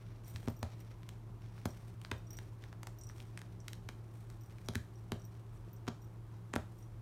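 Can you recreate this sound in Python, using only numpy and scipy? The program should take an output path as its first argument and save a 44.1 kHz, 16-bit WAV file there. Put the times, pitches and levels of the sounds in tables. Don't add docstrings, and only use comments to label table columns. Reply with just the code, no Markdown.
import sys
import numpy as np
from scipy import signal
from scipy.fft import rfft, irfft
from scipy.io import wavfile

SR = 44100
rng = np.random.default_rng(int(sys.argv[2]) if len(sys.argv) > 2 else 0)


def pcm_store(signal):
    levels = np.round(np.clip(np.atleast_2d(signal), -1, 1) * 32767)
    wavfile.write(sys.argv[1], SR, levels.astype(np.int16).T)


N = 309476
TAPS = 4096


def amp(db):
    return 10 ** (np.asarray(db) / 20)


def unit(x):
    return x / np.sqrt(np.mean(x ** 2) + 1e-20)


def read(points, hz):
    f, value = np.transpose(points)
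    return np.interp(np.log(hz + 1), np.log(f + 1), value)


def add(mix, s, sound):
    part = mix[max(round(s * SR), 0):][:len(sound)]
    part += sound[:len(part)]


def bump_db(hz, centre, q):
    ratio = (hz + 1) / centre
    return -10 * np.log10(1 + (q * (ratio - 1 / ratio)) ** 2)


def pulse(gain_db):
    log_gain = np.log(amp(np.maximum(gain_db, -100)))
    circle = np.r_[log_gain, log_gain[-2:0:-1]]
    spectrum = np.exp(np.conj(signal.hilbert(circle)))
    return irfft(spectrum[:len(log_gain)])


def coloured(x, gain, band):
    hz = np.fft.rfftfreq(N, 1 / SR)
    z = rfft(x) * gain
    in_band = irfft(z * (hz > band[0]) * (hz < band[1]), N)
    return irfft(z, N) / in_band.std()


def drift(rate):
    hz = np.fft.rfftfreq(N, 1 / SR)
    return unit(irfft(rfft(rng.standard_normal(N)) / (1 + (hz / rate) ** 4), N))


# time in seconds, strength in dB before the shared trim,
# centre of the twang in Hz, extra tick in the treble in dB, ring of the thread in Hz, ring in dB.
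THREAD_SNAPS = [(0.3609, -17, 1900, -1, 4200, 7), (0.4304, -22.5, 540, 2, 3150, 8),
                (.4765, -9, 694, -8, 4250, 3), (.484, -3, 546, 0.5, 1170, 5.5),
                (.630, -0.5, 690, 1, 3700, 1.5), (1.0323, -29.5, 1450, 2, 3500, 5),
                (1.091, -21.5, 1140, 12, 3200, 10), (1.58, -25, 1400, -15, 3910, 3),
                (1.6565, -1.5, 625, 6, 1240, 5), (1.6622, -12.5, 700, -1, 12000, 13),
                (2.0162, -27, 950, 14, 3020, 11), (2.0493, -14.5, 1220, -5, 4640, 10),
                (2.1151, -5.5, 1420, -2, 2820, 7), (2.117, -2, 1130, -9.5, 3080, 2),
                (2.3884, -14.5, 1210, 2, 3130, 7.5), (2.6393, -22.5, 3290, -12, 1650, 9.5),
                (2.7285, -15.5, 1170, -10, 1970, 1.5), (2.8323, -15, 1010, 7.5, 2240, 5.5),
                (2.8716, -10.5, 880, 6.5, 1920, 1), (3.0983, -25.5, 1440, -7, 1600, 13),
                (3.2027, -21, 2930, -10, 8100, 0), (3.3756, -13, 1910, -7.5, 9100, 11.5),
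                (3.392, -26, 1700, 7, 3200, 2), (3.4171, -16.5, 1300, 1, 4190, 0),
                (3.6824, -14.5, 2400, 2.5, 1280, 6.5), (3.7326, -20.5, 3290, 4, 1730, 12),
                (3.8898, -9, 1330, -1, 5000, 2.5), (4.3018, -25, 1240, 8.5, 3400, 5),
                (4.585, -27.5, 1200, 4, 2190, 8), (4.6868, -5.5, 800, 7.5, 3450, 14.5),
                (4.7368, -22, 540, 11, 1600, 13), (4.7504, -15, 960, 2, 3100, 5),
                (4.7552, -6.5, 1980, 3.5, 1600, 4), (5.1204, -4, 1130, 1, 3500, 4.5),
                (5.8697, -19, 1200, -2, 3000, -1), (5.8774, -12.5, 537, -8, 3000, 15),
                (5.8803, -3, 920, -13, 6070, 13), (5.8846, -5, 794, -2.5, 5200, 11),
                (6.534, -18, 2000, -7, 3000, -6), (6.5377, -2, 1090, -11.5, 7460, 12),
                (6.5565, -13, 550, 15.5, 2800, 11), (6.5615, 2.5, 670, -3, 1340, 8)]
# frequency in Hz, gain in dB.
SNAP_COLOUR = [(60, -15), (250, 1.5), (600, 2.5), (1200, 0), (2000, 0.5), (2800, -2), (3600, 0), (4900, -1),
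               (6000, 1), (9000, 0), (10300, -2), (12000, 0), (16000, -9)]
# frequency in Hz, gain in dB.
SLIP_COLOUR = [(500, -27.5), (2000, -8.5), (6000, -9), (14000, -7)]
SLIP_LEAD_S = .0018


def snaps(level_db=-1.5, q=1.155, ring_q=2.24, tick_hz=4500, fray_db=-16, fray_s=0.0045,
          crackle_db=-16, crackle_s=0.014, crackles_per_s=400):
    hz = np.fft.rfftfreq(TAPS, 1 / SR)
    t = np.arange(TAPS) / SR
    out = np.zeros(N)
    treble = (hz / tick_hz) ** 4
    tick = treble / (1 + treble)
    for s, db, twang_hz, tick_db, ring_hz, ring_db in THREAD_SNAPS + catches():
        ring = ring_db * amp(bump_db(hz, ring_hz, ring_q)) ** 2
        twang = db + level_db + bump_db(hz, twang_hz, q)
        shape = twang + ring + tick_db * tick + read(SNAP_COLOUR, hz)
        fray = rng.standard_normal(TAPS) ** 3 * np.exp(-t / fray_s)
        sparks = rng.standard_normal(TAPS) * (rng.random(TAPS) < crackles_per_s / SR)
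        crackle = sparks * np.exp(-t / crackle_s)
        release = (amp(fray_db) * unit(fray) + amp(crackle_db) * unit(crackle)) / np.sqrt(TAPS)
        release[0] += 1
        add(out, s, -signal.fftconvolve(pulse(shape), release))
        slip = pulse(shape + read(SLIP_COLOUR, hz))
        for lead in SLIP_LEAD_S * rng.random(size=3):
            add(out, s - lead, rng.choice([-1, 1]) * slip)
    return through_rug(out)


def through_rug(x, lag_s=0.00035):
    hz = np.fft.rfftfreq(N, 1 / SR)
    turns = 2 * lag_s * np.sqrt(1000 * hz)
    return irfft(rfft(x) * np.exp(-2j * np.pi * turns), N)


# start in seconds, length in seconds,
# level in dB before the trims, brightness in dB (claw tips relative to that level).
PAW_STROKES = [(-.02, .17, -72, -23), (0.235, 0.11, -71, 2), (0.319, 0.19, -68, -2), (.63, 0.12, -69, -13),
               (0.769, 0.047, -72.5, -4), (0.848, 0.074, -72, -14), (1.017, .14, -76, -16),
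               (1.408, 0.074, -70.5, -16), (1.521, 0.11, -71.5, -8), (1.685, 0.21, -70, -4.5),
               (2.024, 0.11, -76, 0), (2.293, 0.17, -71.5, -5), (2.597, 0.069, -68, -11),
               (2.8, 0.086, -91, -16), (3.07, 0.055, -72.5, -2), (3.146, 0.093, -67, -3.5),
               (3.277, 0.26, -76, -14), (3.619, 0.085, -77, -6), (3.87, 0.062, -86, 7),
               (4.122, 0.094, -76, 0.5), (4.28, 0.083, -77.5, -2), (4.487, 0.034, -71, -5),
               (4.56, 0.15, -74.5, -2), (4.854, 0.15, -79, 0), (5.315, 0.045, -75, -5),
               (5.521, 0.049, -82, 4), (5.646, 0.046, -75, -6), (6.308, 0.049, -77.5, -17),
               (6.71, 0.14, -85.5, 8)]
# centre of the twang in Hz, extra tick in the treble in dB,
# ring in Hz, ring in dB.
CATCH_COLOUR = (1600, 4.4, 2900, 6.2)
CATCH_DB, CATCH_SPREAD_DB = 33, 0.5


def catches(count=2):
    places = rng.random((len(PAW_STROKES), count))
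    chances = rng.standard_normal((len(PAW_STROKES), count))
    rows = []
    for (start, length, db, _), some_places, some_chances in zip(PAW_STROKES, places, chances):
        for place, chance in zip(some_places, some_chances):
            s = max(start + place * length, 0)
            rows.append((s, db + CATCH_DB + CATCH_SPREAD_DB * chance, *CATCH_COLOUR))
    return rows


# frequency in Hz, gain in dB.
PAD_COLOUR = [(150, 16.5), (500, 8), (1200, 0), (2200, 3.5), (2900, -2), (3800, -1.5), (4900, -4.5),
              (5800, -1), (6900, -17), (9000, -46), (16000, -27)]
# frequency in Hz, gain in dB.
TIP_COLOUR = [(1500, -64), (4000, -49), (6500, 1.5), (9200, 9.5), (10300, -1), (12000, 4), (15000, -2),
              (16500, -9)]
RESTING_DB, RESTING_BRIGHT_DB = -80.5, -3.5


def brushing(pads_db=-3, tips_db=-6.0, fibres_per_s=4000, spread_db=-0.5, uneven_db=2.5):
    hz = np.fft.rfftfreq(N, 1 / SR)
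    t = np.arange(N) / SR
    coarse = t[::64]
    pad_power = amp(RESTING_DB) ** 2
    tip_power = amp(RESTING_DB + RESTING_BRIGHT_DB) ** 2
    for start, length, db, bright_db in PAW_STROKES:
        power = (amp(db) * pressure(coarse, start, length)) ** 2
        pad_power = pad_power + power
        tip_power = tip_power + power * amp(bright_db) ** 2
    flicks = rng.standard_normal(N) * (rng.random(N) < fibres_per_s / SR)
    tufts = flicks * amp(spread_db * np.minimum(rng.exponential(1, N), 4))
    tufts *= amp(uneven_db * drift(46))
    pads = coloured(tufts, amp(read(PAD_COLOUR, hz)), (1800, 5000))
    tips = coloured(tufts, amp(read(TIP_COLOUR, hz)), (9000, 13500))
    pad_level = amp(pads_db) * np.interp(t, coarse, np.sqrt(pad_power))
    tip_level = amp(tips_db) * np.interp(t, coarse, np.sqrt(tip_power))
    return pad_level * pads + tip_level * tips


def pressure(t, start, length, attack_s=0.017, release_s=0.046):
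    press = np.clip((t - start) / attack_s, 0, 1)
    lift = np.exp(-np.maximum(t - start - length, 0) / release_s)
    return press * lift


# time in seconds, edge in dB,
# pitch of the edge in Hz, fold in dB, pitch of the fold in Hz; both levels before the shared trim.
RUG_FALLS = [(.341, -17, 200, 8, 81.4), (.477, 9, 215, 13.5, 127), (.629, 3.5, 196, 12, 88),
             (1.6572, 12, 169, 6.5, 87), (2.117, 3.5, 342, 6.5, 70.5), (3.892, -9.5, 310, -12, 150),
             (4.688, -1.5, 350, 7.5, 140), (4.756, 4.5, 224, 13.5, 110), (5.120, 5, 340, 10.5, 130),
             (5.678, -13.5, 454, -22, 150), (5.879, 2, 288, 6.5, 202), (6.538, 2, 307, 2, 150),
             (6.5616, 11.5, 233, 7.5, 80)]
# frequency in Hz, sharpness (Q), lift in dB.
FLOOR_MODES = [(87, 1.4, 6.5), (222, 4.5, 8), (380, 5.9, 7), (429, 19, 1.5)]
FOLD_LAG_S = 0.00706


def thuds(level_db=-1.5, q=1.32, softness=1.76):
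    hz = np.fft.rfftfreq(TAPS, 1 / SR)
    out = np.zeros(N)
    floor_db = sum(db * amp(bump_db(hz, f, sharp)) ** 2 for f, sharp, db in FLOOR_MODES)
    for s, edge_db, edge_hz, fold_db, fold_hz in RUG_FALLS:
        for lag, db, thud_hz in (0, edge_db, edge_hz), (FOLD_LAG_S, fold_db, fold_hz):
            cushion_db = -10 * np.log10(1 + (hz / (softness * thud_hz)) ** 4)
            push = pulse(bump_db(hz, thud_hz, q) + cushion_db + floor_db)
            add(out, s + lag, amp(db + level_db) * push)
    return out


# frequency in Hz, relative level in dB, decay by 60 dB in seconds.
BELL_MODES = [(5642, -7, .05), (5724, 0, .04), (5880, -5, .025), (6450, -11, .008), (7400, -6, .007),
              (8150, 0, .005), (8800, -2, .004), (14228, 0, .04), (14590, -4, .025)]


def bell(low_db=-3, high_db=-3, bounce_db=-6, bounces_per_s=450, settle_s=0.011, uneven_db=3, count=24):
    t = np.arange(TAPS) / SR
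    out = np.zeros(N)
    for s, low, high in pellet_hits():
        delays = np.cumsum(rng.uniform(.3, 1.7, count)) / bounces_per_s
        forces = rng.uniform(0.99, 1, count) * rng.choice([-1, 1], count)
        hits = np.zeros(TAPS)
        hits[0] = 1
        for delay, force in zip(delays, forces):
            bounce = amp(bounce_db) * force * np.exp(-delay / settle_s)
            add(hits, delay, np.array([bounce]))
        ring = np.zeros(TAPS)
        for hz, db, t60 in BELL_MODES:
            strength = low + low_db if hz < SR / 4 else high + high_db
            share = rng.choice([-1, 1]) * amp(strength + db + uneven_db * rng.standard_normal())
            ring += share * np.exp(-np.log(1000) * t / t60) * np.sin(2 * np.pi * hz * t)
        add(out, s, signal.fftconvolve(hits, ring))
    return out


# time in seconds, number of pellet hits,
# level of the low modes in dB, level of the high modes in dB; both for the first hit, before the trims.
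BELL_SHAKES = [(.246, 2, -64, -73), (0.28, 2, -57, -55), (0.364, 1, -63, -61), (.5, 1, -70, -54),
               (0.566, 3, -63, -56), (.803, 1, -63, -58), (1.686, 2, -54.5, -61), (2.18, 1, -66, -65),
               (2.269, 1, -61.5, -72), (2.306, 2, -51.5, -52), (2.37, 1, -48.5, -60), (2.987, 1, -57, -53),
               (3.012, 2, -49.5, -69), (3.069, 2, -55.5, -66), (3.603, 1, -55.5, -81), (3.70, 2, -69, -65),
               (4.411, 3, -61.5, -64), (4.661, 1, -59, -72), (4.956, 2, -64, -81), (5.197, 3, -60, -73),
               (5.251, 1, -57, -58), (5.571, 1, -68, -84), (5.732, 1, -65, -53.5), (5.764, 1, -62, -77),
               (6.019, 2, -65.5, -68), (6.788, 1, -66, -67), (6.826, 1, -60.5, -83)]
CROSSING_S, CROSSING_JITTER, SHAKE_FADE_DB = .022, 0.15, -1.5


def pellet_hits():
    rows = []
    for s, hits, low, high in BELL_SHAKES:
        for trip in range(round(hits)):
            fade = trip * SHAKE_FADE_DB
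            rows.append((s, low + fade, high + fade))
            s += CROSSING_S * (1 + CROSSING_JITTER * rng.uniform(-1, 1))
    return rows


# frequency in Hz, relative density in dB per Hz.
AIR_COLOUR = [(20, -33), (30, -11.5), (42, -6), (60, -3.5), (100, 1), (140, -6), (260, -16), (380, -13.5),
              (480, -19.5), (1100, -21.5), (2000, -34), (5700, -43), (15400, -47), (16300, -68)]
# frequency in Hz, width in Hz, lift in dB.
ROOM_MODES = [(40.3, 8.6, 13.5), (75, 6.9, -0.5), (98, 9.7, 3), (176.5, 7.8, 14.5), (318, 59, 5.5),
              (393, 16, 4.5)]
HUM_HZ = [112.6, 120, 225.2, 337.8]
HUM_DB = [-50.8, -64, -74, -74]
AIR_DB = -64


def background():
    hz = np.fft.rfftfreq(N, 1 / SR)
    t = np.arange(N) / SR
    modes_db = sum(db / (1 + (2 * (hz - f) / width) ** 2) for f, width, db in ROOM_MODES)
    shape = read(AIR_COLOUR, hz) + modes_db
    air = coloured(rng.standard_normal(N), amp(shape), (300, 1500))
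    hum = np.zeros(N)
    for f, db in zip(HUM_HZ, HUM_DB):
        hum += np.sqrt(2) * amp(db) * np.sin(2 * np.pi * (f * t + rng.random()))
    return amp(AIR_DB) * air + hum


# frequency in Hz, decay by 60 dB in seconds.
ROOM_T60 = [(100, 0.25), (260, 0.0534), (700, 0.2566), (1840, 0.26), (4850, 0.35), (14000, 0.44)]
# frequency in Hz, gain in dB.
TAIL_COLOUR = [(60, 5), (130, 4), (250, 2), (700, 4), (2000, -1), (5000, -2), (14000, -5.5)]
# delay in seconds, level in dB against the direct sound.
REFLECTIONS = [(.0034, -31.5), (.0062, -21), (0.0105, -29), (0.014, -28), (.0215, -46), (0.0234, -29)]


def room(x, wet_db, build_s=0.006):
    noise = rng.standard_normal(SR // 2)
    hz, t, z = signal.stft(noise, SR, nperseg=256)
    decay = np.exp(-np.log(1000) * t / read(ROOM_T60, hz)[:, None])
    tail = signal.istft(z * decay, SR, nperseg=256)[1][:len(noise)]
    tail *= 1 - np.exp(-(np.arange(len(tail)) / SR / build_s) ** 2)
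    colour = pulse(read(TAIL_COLOUR, np.fft.rfftfreq(TAPS, 1 / SR)))
    response = amp(wet_db) * signal.fftconvolve(tail / np.linalg.norm(tail), colour)
    for delay, db in REFLECTIONS:
        add(response, delay, amp([db]))
    return x + signal.fftconvolve(x, response)[:N]


def scene():
    snapping = room(snaps(), wet_db=-8.5)
    slapping = room(thuds(), wet_db=-1.5)
    rattling_and_brushing = room(bell() + brushing(), wet_db=-10.5)
    return (snapping + slapping + rattling_and_brushing + background())[None]


def record(dry):
    lowpass = signal.firwin(255, 16400, window=("kaiser", 8), fs=SR)
    return signal.oaconvolve(dry, lowpass[None], "same")


dry = scene()
out = record(dry)
pcm_store(out)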